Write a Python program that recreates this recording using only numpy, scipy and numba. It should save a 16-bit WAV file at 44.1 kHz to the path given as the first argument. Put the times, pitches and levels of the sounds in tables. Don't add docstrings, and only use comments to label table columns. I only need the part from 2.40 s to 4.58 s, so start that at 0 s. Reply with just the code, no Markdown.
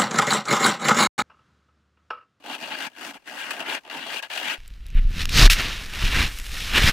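import sys
import numpy as np
from scipy import signal
from scipy.fft import rfft, irfft
from scipy.io import wavfile
from scipy.ndimage import uniform_filter1d
from numba import njit

SR = 44100
rng = np.random.default_rng(int(sys.argv[2]) if len(sys.argv) > 2 else 0)


def materialize(psi):
    bounded = np.clip(np.atleast_2d(psi).T, -1, 1)
    quanta = np.round(bounded * 32767).astype(np.int16)
    wavfile.write(sys.argv[1], SR, quanta)


N = 96182
TIME = np.arange(N) / SR

FULL_STROKE_DB = -31
# time_s, rasp_db, hiss_db (before HISS_DB is added), hollow_db
STROKE_LEVELS = [(0.028,-62.5,-73,-59.5), (0.035,-47,-59.5,-46.5), (0.08,-44,-54.5,-40),
                 (0.105,-36.5,-50,-38), (0.151,-35,-46,-42.5), (0.172,-48,-57,-44), (0.195,-45.5,-54,-47.5),
                 (0.233,-34.5,-49,-40), (0.292,-39.5,-52,-42.5), (0.32,-31.5,-50,-41),
                 (0.361,-36.5,-51,-40.5), (0.42,-31.5,-44,-41), (0.472,-34.5,-47,-42),
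                 (0.494,-63,-71,-62.5), (0.551,-56,-68,-65), (0.565,-45.5,-58.5,-50.5),
                 (0.655,-38.5,-46,-43), (0.711,-40.5,-51,-46.5), (0.729,-56,-63,-56), (0.741,-46.5,-54,-49),
                 (0.769,-47.5,-60,-49.5), (0.789,-70,-78,-73), (0.84,-65,-79,-69), (0.872,-41,-53,-48),
                 (0.939,-43.5,-52.5,-42), (0.993,-34.5,-47.5,-46), (1.096,-38,-51.5,-43),
                 (1.112,-29.5,-41.5,-42), (1.125,-37,-46,-42), (1.18,-41,-53.5,-40.5),
                 (1.207,-33,-46,-35.5), (1.244,-41,-58.5,-45.5), (1.289,-30,-46,-35), (1.352,-29,-40.5,-36),
                 (1.385,-38.5,-59,-44), (1.406,-68,-71,-66), (1.436,-68.5,-72,-63), (1.446,-50.5,-64,-50.5),
                 (1.497,-51,-69,-49.5), (1.499,-38.5,-53.5,-43.5), (1.564,-35.5,-49,-38),
                 (1.631,-37,-53.5,-46), (1.739,-33.5,-44.5,-38.5), (1.796,-34.5,-46.5,-44),
                 (1.813,-53,-69,-59.5), (1.821,-55,-61,-39), (1.825,-33.5,-46,-45), (1.862,-44.5,-59,-47.5),
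                 (1.878,-59.5,-68,-64), (1.89,-61,-64,-57), (1.902,-36,-49,-42.5), (1.975,-30.5,-41.5,-40),
                 (2.018,-34.5,-46.5,-38.5), (2.079,-27.5,-43,-40.5), (2.139,-29,-44,-41.5),
                 (2.167,-49,-62,-54)]


def sanding():
    times, *columns = np.transpose(STROKE_LEVELS)
    rasp, bright, hollow = [from_db(np.interp(TIME, times, levels)) for levels in columns]
    speed = np.sqrt(rasp / from_db(FULL_STROKE_DB))
    slip = snags(catches(speed))
    rubbing = paper_rasp(slip, rasp) + grit_hiss(slip, bright)
    return steel_ring(rubbing) + hand_hollow(slip, hollow) + pin_thrum(slip, hollow)


CATCHES_PER_S = 300
CATCH_DECAY_S, CATCH_SIZE = 0.0022, 0.79
GRIP_HZ, GRIP_DB = 99, 1.0


def catches(speed):
    rate = CATCHES_PER_S * speed * from_db(4 * wobble(300))
    count = np.cumsum(rate / SR)
    is_bite = np.diff(np.floor(count), prepend=0) > 0
    bites = is_bite * rng.uniform(0.17, 1.32, N)
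    decay = np.exp(-1 / (CATCH_DECAY_S * SR))
    surge = signal.lfilter([1], [1, -decay], bites + 1e-18)
    friction = 0.16 + 0.5 * speed ** 2 + CATCH_SIZE * surge
    running_rms = np.sqrt(uniform_filter1d(friction ** 2, size=1100))
    return friction / running_rms * from_db(GRIP_DB * wobble(GRIP_HZ))


SNAG_HOLD_S, SNAG_DECAY_S = 0.0017, 0.0037
STICK_S, STICK_DB = 0.0037, -5.5
# start_s, level_db (against the average friction of the stroke)
SNAG_TIMES = [(0.046, 0.5), (0.059, 5), (0.211, 5), (0.225, 4.5), (0.274, 4), (0.362, -0.5), (0.583, 5.5),
              (1.106, 8), (1.202, 5.5), (1.462, 4.5), (1.476, 10), (1.485, 5), (1.498, 6), (1.511, 4),
              (1.825, 5), (1.9, 4.5), (1.908, -0.5)]


def snags(friction):
    stuck = np.zeros(N, dtype=bool)
    leap = np.zeros(N)
    for start, db in SNAG_TIMES:
        stuck |= (TIME > start - STICK_S) & (TIME < start + SNAG_HOLD_S)
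        fade = np.exp(-np.maximum(TIME - start - SNAG_HOLD_S, 0) / SNAG_DECAY_S)
        leap = np.maximum(leap, from_db(db) * (TIME >= start) * fade)
    return np.maximum(friction * from_db(STICK_DB * stuck), leap)


PAPER_PAN_DB, PAPER_LIKENESS = 6, 0.46
PAPER_LOW_HZ, PAPER_TOP_HZ = 980, 5530
# pitch_hz, width_hz, level_db (against each other, before the tilt)
PAPER_RESONANCES = [(1440, 137, -3.5), (1640, 80, -3), (1885, 290, -2.5), (2385, 190, -2), (2624, 236, 1.5),
                    (3030, 510, 1), (4197, 750, -7)]
# time_s, tilt_db_per_octave
PAPER_BRIGHTNESS = [(0.2, 3.5), (0.45, -1), (0.65, -2.5), (1.15, -4), (1.55, 2.5), (1.8, 1), (1.95, 1.5),
                    (2.1, 0)]


def paper_rasp(slip, level):
    tilt = np.interp(TIME, *np.transpose(PAPER_BRIGHTNESS))
    return body(PAPER_RESONANCES, slip, level, PAPER_PAN_DB, PAPER_LIKENESS,
                PAPER_LOW_HZ, PAPER_TOP_HZ, tilt)


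HISS_DB, HISS_PAN_DB, HISS_LIKENESS = 3.5, 5, 0.13
HISS_TILT_HZ, HISS_SHADOW = 8640, 0.97
# (per Hz, against each other)
HISS_COLOUR = [(100, -58), (1000, 0.5), (3000, 3.5), (6000, 1.5), (8500, -2.5), (15500, -9.5)]


def grit_hiss(slip, level):
    smooth_slip = uniform_filter1d(slip, size=110)
    impacts = place(grit(smooth_slip), HISS_PAN_DB, HISS_LIKENESS)
    left, right = colour(impacts, HISS_COLOUR)
    dull = cut(right, HISS_TILT_HZ, "low", order=1)
    right = (1 - HISS_SHADOW) * right + HISS_SHADOW * dull
    return from_db(HISS_DB) * level * unit(np.array([left, right]))


RING_DB, RING_T60_S = -8.5, 0.035


def steel_ring(direct):
    t = TIME[:SR // 10]
    ring = rng.standard_normal((2, len(t))) * from_db(-60 * t / RING_T60_S)
    ring *= from_db(RING_DB) / np.sqrt(np.sum(ring ** 2, axis=1, keepdims=True))
    ringing = signal.fftconvolve(direct, ring, axes=1)[:, :N]
    return (direct + ringing) / np.hypot(1, from_db(RING_DB))


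HAND_PAN_DB, HAND_LIKENESS = -1, 0.87
HAND_LOW_HZ, HAND_TOP_HZ = 188, 1490
# pitch_hz, width_hz, level_db (against each other)
HAND_RESONANCES = [(379, 165, -7.5), (551, 95, -4), (696, 137, -0.5), (875, 101, 2), (1120, 530, -0.5)]


def hand_hollow(slip, level):
    return body(HAND_RESONANCES, slip, level, HAND_PAN_DB, HAND_LIKENESS, HAND_LOW_HZ, HAND_TOP_HZ)


THRUM_PAN_DB, THRUM_LOW_HZ, THRUM_TOP_HZ = -2, 68.5, 500
# pitch_hz, width_hz, level_db (against each other)
THRUM_RESONANCES = [(246.5, 99, -1.6), (299.6, 78, -0.4)]
# time_s, level_db (against the hollow)
THRUM_LEVELS = [(0.15,-8.5), (0.5,-6.5), (0.69,-2), (0.9,-9), (1.3,-13), (1.48,-17), (1.57,-6), (1.7,-8.5),
                (1.97,-30), (2.04,-4.5), (2.18,-12)]


def pin_thrum(slip, hollow):
    level = hollow * from_db(np.interp(TIME, *np.transpose(THRUM_LEVELS)))
    return body(THRUM_RESONANCES, slip, level, THRUM_PAN_DB, HAND_LIKENESS, THRUM_LOW_HZ, THRUM_TOP_HZ)


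FLEX_HZ = 14.5
FLEX_SHARE, FLEX_DB = 0.015, 1.5


def body(resonances, slip, level, pan_db, likeness, low_hz, top_hz, tilt=0):
    impacts = place(grit(slip), pan_db, likeness)
    driven = np.zeros((2, N))
    middle_hz = np.sqrt(low_hz * top_hz)
    for k, (hz, width, db) in enumerate(resonances):
        octaves = np.log2(hz / middle_hz)
        gain = from_db(db + FLEX_DB * wobble(FLEX_HZ) + tilt * octaves)
        angle = 2 * np.pi * hz / SR * (1 + FLEX_SHARE * wobble(FLEX_HZ))
        sign = (-1) ** k
        drive = impacts * (level * gain * np.sqrt(width) * sign)
        driven += resonate(drive, angle, np.exp(-np.pi * width / SR))
    trimmed = cut(cut(driven, low_hz, "high", order=3), top_hz, "low")
    return unit(trimmed) * np.sqrt(np.mean(level ** 2))


@njit
def resonate(x, angle, r):
    y = np.zeros_like(x)
    for i in range(2, x.shape[1]):
        pull = 2 * r * np.cos(angle[i])
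        for c in range(x.shape[0]):
            y[c, i] = x[c, i] - x[c, i - 2] + pull * y[c, i - 1] - r * r * y[c, i - 2]
    return y


GRAINS_PER_S, GRAIN_SPREAD_DB = 18000, 2.5


def grit(slip):
    sizes = from_db(GRAIN_SPREAD_DB * np.minimum(rng.exponential(1, (3, N)), 5))
    signs = rng.choice([-1, 1], (3, N))
    hits = rng.random((3, N)) < GRAINS_PER_S / SR
    return slip * sizes * signs * hits


def place(streams, pan_db, likeness):
    both = np.sqrt(likeness) * streams[0]
    single = np.sqrt(1 - likeness) * streams[1:]
    return (both + single) * from_db([[pan_db / 2], [-pan_db / 2]])


def wobble(hz):
    return unit(cut(rng.standard_normal(N + SR), hz, "low")[SR:])


def colour(x, points):
    hz, db = np.transpose(points)
    bins = np.maximum(np.arange(N // 2 + 1) * SR / N, 1)
    gain = from_db(np.interp(np.log(bins), np.log(hz), db))
    return irfft(rfft(x) * gain, N)


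def cut(x, hz, kind, order=2):
    sos = signal.butter(order, min(hz, 0.45 * SR), kind, fs=SR, output="sos")
    return signal.sosfilt(sos, x)


def unit(x):
    return x / np.sqrt(np.mean(np.atleast_2d(x).mean(0) ** 2) + 1e-20)


def from_db(db):
    return 10 ** (np.asarray(db) / 20)


AIR_DB = -68
# (per Hz, against each other)
AIR_COLOUR = [(60, 2.5), (300, 8.5), (800, 1), (2800, -1), (15000, -19)]


def still_air():
    noise = place(rng.standard_normal((3, N)), pan_db=0.5, likeness=0.38)
    return from_db(AIR_DB) * unit(colour(noise, AIR_COLOUR))


def scene():
    return sanding() + still_air()


CUTOFF_HZ = 15850


def record(dry):
    sos = signal.ellip(12, 0.1, 80, CUTOFF_HZ, fs=SR, output="sos")
    return signal.sosfilt(sos, dry)


dry = scene()
out = record(dry)
materialize(out)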